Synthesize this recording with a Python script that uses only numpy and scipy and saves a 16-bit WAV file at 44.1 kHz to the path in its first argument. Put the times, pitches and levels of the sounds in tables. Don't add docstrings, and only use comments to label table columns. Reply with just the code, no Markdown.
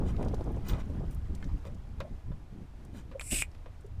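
import sys
import numpy as np
from scipy import signal
from scipy.fft import rfft, irfft
from scipy.io import wavfile
from scipy.ndimage import uniform_filter1d

SR = 44100
rng = np.random.default_rng(int(sys.argv[2]) if len(sys.argv) > 2 else 0)


def int16_out(signal):
    q = np.round(np.clip(np.atleast_2d(signal).T, -1, 1) * 32767)
    wavfile.write(sys.argv[1], SR, q.astype(np.int16))


N = 176400
T = np.arange(N) / SR
HZ = np.fft.rfftfreq(N, 1 / SR)


def amp(db):
    return 10 ** (np.asarray(db) / 20)


def unit(x):
    return x / np.sqrt(np.mean(x ** 2) + 1e-20)


def fader(points):
    s, db = np.transpose(points)
    outside_s = np.maximum(np.maximum(s[0] - T, T - s[-1]), 0)
    return amp(np.interp(T, s, db) - 4000 * outside_s)


def colour(x, points, tilt_db=0):
    hz, db = np.transpose(points)
    octave = np.log2(np.fft.rfftfreq(len(x), 1 / SR) + 1)
    low_cut = 18 * np.maximum(np.log2(hz[0]) - octave, 0)
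    eq_db = np.interp(octave, np.log2(hz), db) - low_cut + tilt_db * (octave - 10)
    return unit(irfft(rfft(x) * amp(eq_db), len(x)))


def noise(gains, n=N):
    return unit(irfft(rfft(rng.standard_normal(n)) * gains, n))


def drift(rate_hz):
    return noise(np.exp(-(HZ / rate_hz) ** 2))


def grains(per_s, spread_db):
    clicks = (rng.random(N) < per_s / SR) * rng.choice([-1., 1.], N)
    return unit(clicks * amp(spread_db * np.minimum(rng.exponential(1, N), 3)))


def tiny_rings(per_s, spread_db, cycles, count=36):
    out = np.zeros(N)
    pitches = np.geomspace(500, 15000, count) * rng.uniform(0.93, 1.04, count)
    hits = rng.random(N) < per_s / SR
    sizes = amp(spread_db * np.minimum(rng.exponential(1, N), 3))
    clicks = hits * sizes * rng.choice([-1., 1.], N)
    which = rng.integers(0, count, N)
    for k, hz in enumerate(pitches):
        turns = np.arange(int(4 * cycles * SR / hz)) * hz / SR
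        envelope = hz * turns / cycles * np.exp(-3 * turns / cycles)
        out += signal.oaconvolve(clicks * (which == k), envelope * np.sin(2 * np.pi * turns))[:N]
    return unit(out)


def steadied(x, span_s):
    power = uniform_filter1d(x ** 2, max(int(span_s * SR), 8))
    return x / np.sqrt(np.abs(power) + 1e-6)


def ring(modes, t):
    return sum(amp(db - 60 * t / t60) * np.sin(2 * np.pi * hz * t) for hz, db, t60 in modes)


def add(mix, s, sound):
    part = mix[max(round(s * SR), 0):][:len(sound)]
    part += sound[:len(part)]


def deck(x, wet_db, t60):
    t = np.arange(SR // 4) / SR
    taps = rng.standard_normal(len(t)) * (rng.random(len(t)) < .1)
    taps *= (t > .003) * amp(-60 * t / t60)
    return x + amp(wet_db) * signal.fftconvolve(x, taps / np.linalg.norm(taps))[:N]


# pitch in Hz, width in Hz, relative strength in dB.
HOUSING_MODES = [(2100, 35, -3), (2500, 56, -2), (2840, 46, 2), (5235, 35, -18), (6840, 41, 7),
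                 (8010, 120, -0.5), (8400, 120, 0), (10200, 45, -2)]
# frequency in Hz, EQ in dB.
LEAK_EQ = [(800, -37), (1800, -25), (2400, -10), (3200, -28), (4400, -23), (5500, -15), (6600, -25),
           (7300, -5), (8300, -1.5), (9200, -11), (10000, -7), (11000, -9), (11900, -24), (13800, -19),
           (15400, -27)]
BLAST_EQ = [(600, -39), (1100, -22.5), (1950, -14), (2250, -4.5), (2800, -3), (3200, -12), (3520, -9.5),
            (4280, -16), (5100, -10), (5800, -12.5), (6350, -15), (7400, -8), (8100, 0), (8500, -4),
            (8950, -12), (9800, -5.5), (10650, -11.5), (11250, -8.5), (11900, -20), (12900, -20),
            (14000, -15), (15400, -21)]
PUFF_EQ = [(30, 4), (120, -3), (250, 3), (450, -13.5), (700, -10.5), (1100, -33), (2500, -33)]
# time in seconds, level in dB.
LEAK_FADER = [(3.199, -62), (3.208, -52), (3.224, -53), (3.24, -46.5), (3.275, -46), (3.313, -41)]
BLAST_FADER = [(3.3, -36), (3.322, -33.5), (3.34, -33.5), (3.365, -33), (3.40, -34.5), (3.421, -34),
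               (3.435, -52), (3.448, -61), (3.475, -87)]
PUFF_FADER = [(3.312, -73), (3.321, -35.5), (3.333, -37), (3.36, -46), (3.39, -54), (3.43, -56)]


def air_jet():
    open_s, rise_s = 3.3095, .003
    opening = np.clip((T - open_s) / rise_s, 0, 1)
    peaks = sum(3 * amp(db) ** 2 / (1 + (2 * (HZ - hz) / width) ** 2) for hz, width, db in HOUSING_MODES)
    jet = noise(np.sqrt(1 + peaks))
    leak = (1 - opening) * colour(jet, LEAK_EQ) * fader(LEAK_FADER)
    blast = opening * colour(jet, BLAST_EQ) * fader(BLAST_FADER)
    puff = steadied(colour(rng.standard_normal(N), PUFF_EQ), 0.028) * fader(PUFF_FADER)
    flicker = amp(1.35 * drift(rate_hz=90))
    return (leak + blast) * flicker + puff


# start in seconds, gain in dB.
VALVE_HITS = [(3.1966, -28.5), (3.4225, -17)]
# pitch in Hz, relative level in dB, t60 in seconds.
VALVE_MODES = [(2266, -16, .04), (2430, -2, 0.02), (2660, -38, 0.016), (1900, -58, .012),
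               (3470, -30, 0.033), (5130, -27, 0.011), (7500, -7, .006), (9100, -17, 0.0058),
               (10500, -34, 0.0083)]


def valve():
    out, t = np.zeros(N), np.arange(SR // 8) / SR
    for s, db in VALVE_HITS:
        add(out, s, amp(db) * ring(VALVE_MODES, t))
    return deck(out, wet_db=-10.5, t60=0.071)


# frequency in Hz, EQ in dB.
RUMBLE_EQ = [(10, 1.5), (22, -2), (38, -0.5), (55, -2.5), (75, -2), (110, -10), (160, -19.5), (300, -80)]
FLUTTER_EQ = [(60, -15), (120, 1.5), (200, -1), (300, -7.5), (450, -17.5), (900, -44.5), (2000, -118)]
SPUTTER_EQ = [(120, -11), (300, 4.5), (500, -0.5), (800, -5.5), (1200, -18.5), (1800, -32), (4000, -69),
              (9000, -73)]
# time in seconds, relative level in dB.
RUMBLE_FADER = [(0.0, -33), (0.02, -31), (0.7, -37), (0.72, -27.5), (0.79, -37), (1.37, -35.5), (1.4, -40),
                (1.55, -30.5), (1.59, -43), (1.8, -41), (1.83, -45.5), (2.0, -39), (2.08, -50),
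                (2.15, -35.5), (2.21, -54), (2.25, -37), (2.35, -39), (2.39, -48), (3.24, -46), (3.39, -37),
                (3.53, -49), (3.59, -43.5), (3.84, -49), (4.0, -37)]
FLUTTER_FADER = [(0.0, -32), (0.09, -39), (0.32, -37.5), (0.38, -47.5), (0.46, -39.5), (0.68, -43),
                 (0.71, -33), (0.81, -47.5), (1.01, -38.5), (1.27, -57), (1.31, -41), (1.4, -52.5),
                 (1.46, -40), (1.51, -50.5), (1.54, -47), (1.63, -57.5), (1.74, -44), (1.83, -59),
                 (2.04, -45), (2.08, -56), (2.12, -45.5), (2.22, -68), (2.29, -47.5), (2.49, -62),
                 (2.53, -49), (2.63, -47), (2.67, -62.5), (2.99, -47), (3.02, -57.5), (3.12, -49),
                 (3.14, -65), (3.3, -59), (3.33, -40), (3.43, -60.5), (3.77, -66), (4.0, -55)]
SPUTTER_FADER = [(0.0, -42.5), (0.012, -38.5), (0.174, -59), (0.19, -37.5), (0.332, -45.5), (0.342, -36),
                 (0.36, -52), (0.414, -39), (0.436, -69), (0.464, -38.5), (0.664, -65), (0.714, -50),
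                 (0.786, -46.5), (0.816, -77), (0.976, -55), (0.982, -59), (1.048, -44.5), (1.082, -84),
                 (1.112, -72), (1.12, -78)]
# centre in seconds, relative level in dB.
GUST_POPS = [(0.21, -31), (0.263, -26), (0.342, -30), (0.412, -29.5), (0.47, -34), (0.507, -44),
             (.573, -26), (0.969, -41), (1.013, -30.5)]


def wind():
    rumble = steadied(colour(rng.standard_normal(N), RUMBLE_EQ), 0.109) * fader(RUMBLE_FADER)
    buffets = colour(grains(per_s=900, spread_db=4.03), FLUTTER_EQ)
    flutter = steadied(buffets, 0.053) * fader(FLUTTER_FADER)
    eddies = colour(grains(per_s=1400, spread_db=6.2), SPUTTER_EQ)
    sputter = steadied(eddies, 0.044) * fader(SPUTTER_FADER)
    pop_envelope = sum(0.24 * amp(db) * np.exp(-((T - s) / 0.0033) ** 2) for s, db in GUST_POPS)
    pops = steadied(eddies, 0.0103) * pop_envelope
    return amp(1.07) * rumble + amp(0.34) * flutter + sputter + pops


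# start in seconds, relative level in dB, centre in Hz.
GEAR_TICKS = [(.165, -40.5, 3200), (0.228, -34, 2400), (.226, -43, 7500), (.248, -42, 6060),
              (0.284, -38, 4760), (0.344, -36.5, 5600), (.409, -45, 4600), (0.441, -47, 7500),
              (.519, -50, 10900), (0.563, -49, 6800), (0.684, -30.5, 6000), (0.695, -25, 3880),
              (0.734, -33.5, 2820), (.901, -52, 8140), (1.11, -44.5, 10200), (1.147, -42.5, 11200),
              (1.35, -37, 6500), (1.443, -41.5, 5150), (1.746, -48.5, 6100), (2.849, -47, 8300),
              (2.947, -42, 1500), (2.972, -67, 2500), (3.516, -51, 5400), (3.809, -52, 8000),
              (3.864, -52, 8000)]
# start in seconds, gain in dB.
FITTING_HITS = [(1.4273, -41), (1.432, -49), (1.442, -48)]
# pitch in Hz, relative level in dB, t60 in seconds.
FITTING_MODES = [(1540, -10, 0.046), (1760, -3.5, 0.027), (2110, -8, 0.028), (2460, -11, 0.017),
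                 (3120, -11, 0.021), (4180, -19, .02)]
# centre in seconds, half length in seconds, level in dB, tilt in dB per octave.
GEAR_RUBS = [(0.089, 0.023, -53, 0), (0.22, 0.051, -56, -3), (0.663, 0.013, -53, -1),
             (0.701, 0.019, -47.5, 0.5), (0.743, 0.025, -45, -5), (0.787, 0.011, -53.5, -4),
             (0.808, 0.011, -50.5, -1.5), (1.123, 0.018, -66, 8.5), (1.495, .12, -73.5, 2),
             (1.671, 0.012, -56.5, -0.5), (2.978, 0.031, -57.5, 1)]
# frequency in Hz, EQ in dB.
GRAIN_EQ = [(400, 8), (1000, 7.5), (3000, 0), (4500, -7), (7000, -5.5), (11000, -14), (16000, -15)]


def gear():
    out, t = np.zeros(N), np.arange(SR // 10) / SR
    tick_t60, tick_width = 0.036, 0.58
    skirt = [(1 / 4, -12), (1 / 2, -5), (1, 0), (2, -9), (4, -18)]
    for s, db, hz in GEAR_TICKS:
        band = [(hz * ratio, drop / tick_width) for ratio, drop in skirt]
        add(out, s, 0.21 * amp(db - 60 * t / tick_t60) * colour(rng.standard_normal(len(t)), band))
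    for s, db in FITTING_HITS:
        add(out, s, amp(db) * ring(FITTING_MODES, t))
    grit = tiny_rings(per_s=12000, spread_db=2.2, cycles=11)
    for s, half, db, tilt in GEAR_RUBS:
        out += colour(grit, GRAIN_EQ, tilt) * amp(db - 6.6 * ((T - s) / half) ** 2)
    spit_s, spit_db, hold_s, spit_t60, spit_hz, width_hz = 0.686, -50, 0.011, 0.076, 14400, 450
    spit = noise(np.exp(-.5 * ((HZ - spit_hz) / width_hz) ** 2))
    out += spit * (T > spit_s) * amp(spit_db - 60 * np.maximum(T - spit_s - hold_s, 0) / spit_t60)
    return deck(out, wet_db=-31.5, t60=0.07)


# start in seconds, gain in dB, tilt in dB per octave,
# t60 of the clatter in seconds.
HULL_KNOCKS = [(1.653, -37.5, -12, 0.26), (2.004, -28, -0.5, 0.061), (2.317, -42, -6.5, 0.087),
               (3.114, -42, -2, 0.11), (3.2105, -27.5, 3.5, 0.037), (3.548, -47.5, 4, 0.037),
               (3.66, -43, -2.5, 0.099)]
# frequency in Hz, EQ in dB.
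CLATTER_EQ = [(200, -23), (400, -2), (600, 8.5), (800, -10), (1200, 3), (2200, -0.5), (3400, -6.5),
              (6000, -18.5), (11000, -34), (16000, -57)]
# pitch in Hz, relative level in dB, t60 in seconds.
HULL_MODES = [(539.6, -12, 0.082), (673, -26, 0.36), (980, -7, 0.065), (1070, -18.5, 0.21),
              (1306, -26.5, 0.21), (2130, -26, 0.04), (3520, -14, 0.031)]


def knocks():
    out, t = np.zeros(N), np.arange(SR // 4) / SR
    for s, db, tilt, t60 in HULL_KNOCKS:
        clatter = 0.33 * colour(rng.standard_normal(len(t)), CLATTER_EQ, tilt) * amp(-60 * t / t60)
        body = amp(-5 - max(tilt, 0) * 4.5) * ring(HULL_MODES, t)
        add(out, s, amp(db) * (clatter + body))
    return deck(out, wet_db=-17, t60=0.073)


# start in seconds, gain in dB, pitch in Hz.
HULL_THUMPS = [(1.541, -22, 116), (2.106, -33, 152), (2.302, -29, 166.5), (2.524, -39, 188),
               (2.613, -40, 162), (2.945, -37.5, 257), (3.098, -42, 151)]


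def thumps():
    out, t = np.zeros(N), np.arange(SR // 5) / SR
    attack_s, t60 = 0.0027, 0.062
    for s, db, hz in HULL_THUMPS:
        modes = [(hz, db, t60), (hz * 2.3, db - 13, t60)]
        add(out, s, np.minimum(t / attack_s, 1) * ring(modes, t))
    return out


# start in seconds, gain in dB, pitch in Hz,
# length in seconds, upward bend as a share of the pitch.
WATER_PLOPS = [(0.897, -40.5, 522, 0.061, 0.31), (1.49, -48.5, 1052, 0.048, 0),
               (1.652, -42, 540, 0.056, 0.1), (2.014, -40, 570, 0.06, 0), (2.047, -37, 619, 0.027, 0),
               (2.068, -41, 665, 0.03, 0.029), (3.118, -48, 520, 0.063, 0.017), (3.147, -33, 547, 0.044, 0),
               (3.18, -44, 500, 0.036, 0.049), (3.661, -42.5, 533, 0.037, 0.006),
               (3.844, -42.5, 422, 0.056, 0)]


def plops():
    out, t = np.zeros(N), np.arange(SR // 5) / SR
    freqs = np.fft.rfftfreq(len(t), 1 / SR)
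    attack_s, gurgle_share, gurgle_width = 0.0035, 0.48, 0.15
    for s, db, hz, length, bend in WATER_PLOPS:
        turns = np.cumsum(hz * (1 + bend * np.minimum(t / length, 1))) / SR
        gurgle = noise(1 / (1 + ((freqs / hz - 1) / gurgle_width) ** 2), len(t))
        bubble = (1 - gurgle_share) * np.sin(2 * np.pi * turns) + gurgle_share * gurgle
        envelope = amp(db - 25 * (t / length) ** 1.09) * np.minimum(t / attack_s, 1)
        add(out, s, envelope * bubble)
    return deck(out, wet_db=-20.5, t60=0.063)


# frequency in Hz, EQ in dB.
AIR_EQ = [(150, -11), (250, -2), (330, -1), (413, -5.5), (755, -5), (809, -6), (1160, -10.5), (6420, -26.5),
          (12600, -33), (15500, -44)]


def lake():
    air = colour(rng.standard_normal(N), AIR_EQ)
    air *= amp(-64 + 0.65 * drift(rate_hz=7.6) + np.interp(T, [.5, 2.4], [4, .7]))
    ripples = colour(tiny_rings(per_s=1500, spread_db=3, cycles=7), GRAIN_EQ, tilt_db=-3.04)
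    ripples *= amp(np.interp(T, [.5, 1.6, 2.4], [-62, -64, -73]))
    return air + deck(ripples, wet_db=-15, t60=0.051)


def scene():
    return (air_jet() + valve() + wind() + lake() + knocks() + thumps() + plops() + gear())[None]


def record(dry):
    cutoff_hz = 15400
    high_cut = signal.firwin(401, cutoff_hz, window=("kaiser", 9), fs=SR)
    return signal.oaconvolve(dry, high_cut[None], "same")


dry = scene()
out = record(dry)
int16_out(out)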